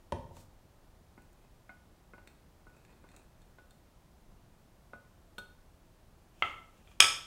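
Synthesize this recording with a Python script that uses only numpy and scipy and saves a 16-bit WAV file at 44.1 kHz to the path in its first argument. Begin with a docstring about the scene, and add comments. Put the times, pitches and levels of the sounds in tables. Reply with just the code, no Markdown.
"""A wooden spoon stirs thin sauce in a thick glass measuring cup, nearest the microphone on a kitchen counter.
Each nudge and the last tap at the rim ring the glass modes; small ticks and lapping crackles are shaped noise.
At the start the counter is bumped: damped modes and a thud, a bright click, then a short brushing hiss.
At the end the spoon goes on a dish: a dull knock, sliding noise, a sharp clatter as the handle drops.
Still kitchen air lies behind as coloured noise; a small hard room answers with a decaying noise tail."""
import sys
import numpy as np
from scipy import signal
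from scipy.fft import rfft, irfft
from scipy.io import wavfile

SR = 44100
rng = np.random.default_rng(int(sys.argv[2]) if len(sys.argv) > 2 else 0)


def wav_out(sig):
    """Save sig, one row per channel (or a flat mono array), as 16-bit PCM at SR to the path in sys.argv[1]."""
    wavfile.write(sys.argv[1], SR, np.round(np.clip(np.atleast_2d(sig).T, -1, 1) * 32767).astype(np.int16))


N = 320166
TIME = np.arange(N) / SR
RING = SR // 2  # samples in one struck sound and in the room tail: half a second
TOP_HZ = 15750  # upper limit of the microphone signal

# Still kitchen air, spectral shape: (f/Hz, relative level/dB per Hz)
AIR = [(12, -29), (20, 2), (53, -4), (83, -5), (140, -10), (180, -10), (282, -16.5), (352, -15),
       (416, -19.5), (649, -18.5), (1040, -23), (2150, -31.5), (15500, -41)]
AIR_DB = -60.5  # rms level
# Decay of the room: (f/Hz, t60/s)
ROOM_T60 = [(100, 0.83), (300, 0.51), (900, 0.53), (2500, 0.4), (6000, 0.5), (10000, 0.37), (15000, 0.45)]

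# Bumps on the counter, the last two under the dish: (t/s, level/dB, contact brightness f/Hz)
BUMPS = [(.1222, -31, 9000), (.309, -53, 900), (0.3686, -54, 1400), (6.424, -53, 170), (7.019, -49, 170)]
# Ringing modes of the counter: (f/Hz, t60/s, relative level/dB)
COUNTER_MODES = [(47.6, 0.49, -29), (89.3, 0.11, -7.5), (103.2, 0.82, -20.5), (122.8, 0.25, -14.5),
                 (159, 0.077, -10.5), (252, 0.12, -13), (343.3, 0.28, -18.5), (436.6, 0.27, -21),
                 (517, 0.083, -9), (583, 0.046, -6.5), (863, 0.028, -2), (939, 0.043, -4.5),
                 (1474, 0.053, -19.5)]
# Colour of the counter's thud: (f/Hz, relative level/dB)
COUNTER_THUD = [(60, -6), (250, 2.5), (600, 1), (1000, 2.5), (1500, -15), (3000, -12.5), (6000, -27),
                (11000, -22), (15000, -41)]

# Colour of the short brushing hiss: (f/Hz, relative level/dB)
BRUSH_COLOUR = [(800, 1), (2500, -3), (5000, -2), (7500, 0), (10000, -5.5), (15000, -8)]
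BRUSH_AT_S, BRUSH_DB = 0.366, -63.5  # start of the hold, level
BRUSH_RISE_S, BRUSH_HOLD_S, BRUSH_FALL_S = 0.16, 0.045, 0.24  # slopes span 60 dB
# Slips of the spoon on the dish: (t/s at the peak, level/dB, release through 60 dB/s)
SLIPS = [(6.46, -61, 0.74), (6.78, -74.5, .2), (6.915, -68, .3)]
SLIP_RISE_S = 0.39  # attack of every slip, through 60 dB
# Colour of the sliding noise: (f/Hz, relative level/dB)
SLIDE_COLOUR = [(600, -9), (1300, -7), (1900, -16), (2600, 1), (3500, -7), (4300, -16), (6700, -9.5),
                (14000, -21.5)]

# Spoon on the dish: (t/s, level/dB, contact brightness f/Hz, place 0 = well .. 1 = rim)
DISH_HITS = [(6.423, -24, 3040, 0.11), (6.873, -63, 3600, 0.67), (6.914, -64, 3200, 0.95),
             (7.0002, -28.5, 2320, 0.89), (7.0036, -11.5, 15300, 1), (7.0227, -24, 3830, 0.64),
             (7.0411, -27, 2560, 1), (7.0542, -33.5, 4570, 0.34), (7.063, -39, 9000, 1)]
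# Ringing modes of the dish: (f/Hz, t60/s, relative level/dB struck in the well, the same at the rim)
DISH_MODES = [(902, 0.056, -24.5, -22.5), (1171, 0.11, -20, -12.5), (1266, 0.04, -5, -24),
              (1308.3, 0.18, -10.5, -15.5), (1333, 0.063, -2.5, -16), (1510, 0.054, -15, -21),
              (1760, 0.021, -19, -28), (2050, 0.074, -8.5, -39), (2098, 0.029, 3, -25),
              (2308, 0.02, -11.5, 2), (2483, 0.013, -28, 6.5), (2580, .35, -41, -39),
              (2710, 0.015, -8, -21), (3140, 0.034, -8.5, -6), (3300, 0.029, -6, 1.5),
              (3492, 0.025, -9.5, 2), (3750, 0.025, -33, -15), (4500, 0.027, -12.5, -10),
              (4930, 0.22, -31, -21), (5250, 0.018, -28, 4.5), (6040, 0.021, -41, -18),
              (6430, 0.033, -35, -8), (6600, 0.39, -26, -20.5), (6620, .022, -30, 0),
              (7650, 0.015, -39, -13), (7800, 0.01, -36, 0.5), (8450, 0.013, -32, 5),
              (9300, 0.018, -38, -18), (10120, 0.02, -34, -7), (11900, 0.022, -40, -35)]
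# Colour of the crack of wood on the dish: (f/Hz, relative level/dB)
DISH_CRACK = [(100, -30), (280, -2.5), (500, -5), (800, -4), (1600, 3.5), (2600, 9), (3500, 8.5),
              (4200, -4.5), (6500, 4), (9500, 0), (15000, -15.5)]

# Small ticks: the first is the bright click of a small knock on the counter, the others come
# from the wet spoon: (t/s, level/dB, tilt/dB per octave, ring of the glass over the tick/dB)
TICKS = [(0.3678, -60, -1, -9), (1.2207, -71, 5, -20), (1.3304, -73, 11, -20), (2.2741, -55.5, -0.5, -10),
         (2.8501, -64, -2, -13), (2.927, -67, -4, -7), (3.089, -65.5, -1.5, -6), (3.1163, -67, 0.5, -15),
         (3.1641, -59.5, 2.5, -22), (3.418, -73, 3, -1), (3.7077, -67.5, 7, -1)]
# Strokes that push a wave of sauce round the spoon: (t/s at the crest, level/dB)
LAPS = [(1.45, -73), (2.25, -82), (2.76, -69.5), (2.92, -67.5), (3.17, -63), (3.44, -77)]
LAP_RISE_S, LAP_FALL_S = 0.46, 0.33  # every wave gathers and settles alike, through 60 dB
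# Colour of the hollow of the cup, shared by the ticks and the laps: (f/Hz, relative level/dB)
HOLLOW = [(300, 4), (1000, 3.5), (1700, 5.5), (2200, 0), (2600, 11.5), (3200, -41), (3800, 0), (4300, -1.5),
          (5000, -17), (6500, -2.5), (8000, 1), (9600, -7.5), (11000, -24), (14000, -14)]

# Spoon on the cup: (t/s, level/dB, contact brightness f/Hz,
# place 0 = wall under the sauce .. 1 = rim, thud relative level/dB)
CUP_HITS = [(1.177, -54.5, 2060, 0.18, 10), (1.693, -49, 2680, 0.16, -2.5), (2.135, -52, 1890, 0.16, 4.5),
            (2.181, -55, 2200, 0.26, 6), (2.668, -57.5, 1750, 0.31, 2), (3.040, -56.5, 1600, 0.04, 9.5),
            (3.585, -56, 2960, 0.35, 1), (4.933, -45.5, 2200, 0.55, 1.5), (5.382, -41, 12600, 0.77, -1.5)]
# Ringing modes of the filled cup: (f/Hz, t60/s, relative level/dB struck on the wall, the same at the rim)
CUP_MODES = [(213, 0.088, -24, -13), (567, 0.1, -12, -14), (940, 0.019, -9, -29), (1250, 0.069, -10, -9),
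             (1473, 0.19, -0.5, 1), (2130, 0.07, 6, -39), (2520, 0.039, -5, -31), (3290, 0.019, -20, 2),
             (3660, 0.071, -17, -2), (4270, 0.076, -18, -7), (7510, .05, -30, -28)]
# Colour of the wood and liquid under each contact: (f/Hz, relative level/dB)
CUP_THUD = [(90, -13), (200, 3.5), (550, -2), (1050, 2.5), (1900, -16.5), (2500, -4.5), (3100, -11.5),
            (5500, -18), (9000, -13), (11000, -21), (14000, -10)]


def undb(db):
    """Decibels to gain."""
    return 10 ** (np.asarray(db) / 20)


def on_log_axis(hz, points):
    """Read (f/Hz, value) points on a log-frequency axis."""
    f, value = np.transpose(sorted(map(tuple, points)))
    return np.interp(np.log(np.maximum(hz, 1)), np.log(f), value)


def noise(colour, size):
    """Noise of rms 1, its spectrum shaped by (f/Hz, level/dB) points."""
    spectrum = rfft(rng.standard_normal(size))
    gain = undb(on_log_axis(np.fft.rfftfreq(size, 1 / SR), colour))
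    shaped = irfft(spectrum * gain, size)
    return shaped / shaped.std()


def swell(s, db, rise_s, fall_s, hold_s=0):
    """Gain over time: an attack that peaks at s, a hold and a release; both slopes span 60 dB."""
    early = np.maximum(s - TIME, 0)
    late = np.maximum(TIME - s - hold_s, 0)
    return undb(db) * np.exp(-np.log(1000) * (early / rise_s + late / fall_s))


def fade(t60):
    """An exponential decay through 60 dB in t60 seconds."""
    return np.exp(-np.log(1000) * TIME[:RING] / t60)


def add(track, s, sound, db):
    """Lay a sound into a track; db is its rms over the first hundredth of a second."""
    start = int(s * SR)
    part = sound[:N - start] * undb(db) / sound[:SR // 100].std()
    track[start:start + len(part)] += part


def struck_at(modes, place):
    """The place of a blow, 0 to 1, decides how strongly each mode speaks."""
    hz, t60, inner_db, rim_db = np.transpose(modes)
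    return zip(hz, t60, inner_db + place * (rim_db - inner_db))


def strike(modes, colour, crack_db, crack_t60, bright_hz, lowest_hz, grit_db=-34, order=3):
    """One blow: ringing modes and a short crack; a softer contact pushes longer and loses the treble."""
    ring = np.zeros(RING)
    for k, (hz, t60, db) in enumerate(modes):
        sign = (-1) ** k  # neighbouring modes start in opposite directions
        ring += sign * undb(db) * fade(t60) * np.sin(2 * np.pi * hz * TIME[:RING])
    body = ring + undb(crack_db) * fade(crack_t60) * noise(colour, RING)
    contact = signal.butter(order, bright_hz, fs=SR, output="sos")
    # the grain of the wood lets a little treble through even a soft contact
    blow = signal.sosfilt(contact, body) + undb(grit_db) * body
    # a small object radiates no deep bass
    return signal.sosfilt(signal.butter(2, lowest_hz, "high", fs=SR, output="sos"), blow)


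def kitchen_air():
    """Steady noise with the spectrum of the still kitchen: low rumble and faint hiss."""
    return noise(AIR, N) * undb(AIR_DB)


def room(x, wet_db, build_s, count=10):
    """Reflections as a noise tail that builds up quickly and dies band by band."""
    hz = np.fft.rfftfreq(RING, 1 / SR)
    centres = np.geomspace(100, TOP_HZ, count)
    white = rfft(rng.standard_normal(RING))
    tail = np.zeros(RING)
    for centre, share in zip(centres, np.eye(count)):
        # each band overlaps its neighbours, and together they add up to 1
        band = irfft(white * on_log_axis(hz, zip(centres, share)), RING)
        tail += band * fade(on_log_axis(centre, ROOM_T60))
    tail *= 1 - np.exp(-(TIME[:RING] / build_s) ** 2)
    return undb(wet_db) * signal.fftconvolve(x, tail / np.linalg.norm(tail))[:N]


def counter():
    """The worktop's modes boom when it is bumped, and faintly under the dish."""
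    out = np.zeros(N)
    for s, db, bright_hz in BUMPS:
        blow = strike(COUNTER_MODES, COUNTER_THUD, crack_db=-4, crack_t60=0.025,
                      bright_hz=bright_hz, lowest_hz=39.3, grit_db=-42)
        add(out, s, blow, db)
    return out


def rubbing():
    """Friction as swelling noise: a brief brush after the bump, and the wet spoon sliding on the dish."""
    brush = swell(BRUSH_AT_S, BRUSH_DB, BRUSH_RISE_S, BRUSH_FALL_S, BRUSH_HOLD_S)
    slips = sum(swell(s, db, SLIP_RISE_S, fall_s) for s, db, fall_s in SLIPS)
    return noise(BRUSH_COLOUR, N) * brush + noise(SLIDE_COLOUR, N) * slips


def dish(well_crack_db=0, rim_crack_db=5):
    """The spoon's bowl lands in the well; its handle drops on the rim with a harder crack and bounces."""
    out = np.zeros(N)
    for s, db, bright_hz, place in DISH_HITS:
        crack_db = well_crack_db + place * (rim_crack_db - well_crack_db)
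        blow = strike(struck_at(DISH_MODES, place), DISH_CRACK, crack_db, crack_t60=0.016,
                      bright_hz=bright_hz, lowest_hz=380, grit_db=-30, order=5)
        add(out, s, blow, db)
    return out


def hollow_colour(tilt_db):
    """The colour of the cup's hollow, tilted by tilt_db per octave."""
    return [(hz, db + tilt_db * np.log2(hz)) for hz, db in HOLLOW]


def small_ticks():
    """Short noise clicks over a light ring: first a small knock on the counter, then films off the wet spoon."""
    out = np.zeros(N)
    # so light a touch wakes only the upper modes of the glass
    graze = strike(struck_at(CUP_MODES, 0.62), CUP_THUD, crack_db=-12, crack_t60=0.02,
                   bright_hz=11000, lowest_hz=5000)
    for s, db, tilt_db, glass_db in TICKS:
        add(out, s, noise(hollow_colour(tilt_db), RING) * fade(0.017), db)
        add(out, s, graze, db + glass_db)
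    return out


def sauce_laps(grains_per_s=220, spread_db=3, tilt_db=-3.5):
    """Tiny crackles, random in time and size, lap round the spoon in waves as it turns."""
    happens = rng.random(N) < grains_per_s / SR
    size_db = spread_db * np.minimum(rng.exponential(size=N), np.pi)
    crackle = signal.fftconvolve(happens * undb(size_db), fade(0.03))[:N]
    lap = crackle * noise(hollow_colour(tilt_db), N)
    waves = sum(swell(s, db, LAP_RISE_S, LAP_FALL_S) for s, db in LAPS)
    return lap / lap.std() * waves


def cup():
    """The spoon nudges the glass wall under the sauce, then taps the bare rim; the place picks the modes."""
    out = np.zeros(N)
    for s, db, bright_hz, place, thud_db in CUP_HITS:
        blow = strike(struck_at(CUP_MODES, place), CUP_THUD, thud_db, crack_t60=0.057,
                      bright_hz=bright_hz, lowest_hz=110, grit_db=-45, order=4)
        add(out, s, blow, db)
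    return out


def scene():
    """Blows, ticks and laps sound in one room; rubbing and kitchen air are heard without its tail."""
    around = counter() + dish() + small_ticks() + sauce_laps()
    close = cup()
    # the cup stands nearest the microphone, so less of it comes back from the walls
    walls = room(around + undb(-2.5) * close, wet_db=-4.5, build_s=0.0039)
    return (close + around + walls + rubbing() + kitchen_air())[None]


def record(dry):
    """Peaks beyond full scale are clipped, then a steep low-pass cuts the top."""
    low_pass = signal.ellip(10, 0.1, 80, TOP_HZ, fs=SR, output="sos")
    return signal.sosfilt(low_pass, np.clip(dry, -1, 1))


dry = scene()
out = record(dry)
wav_out(out)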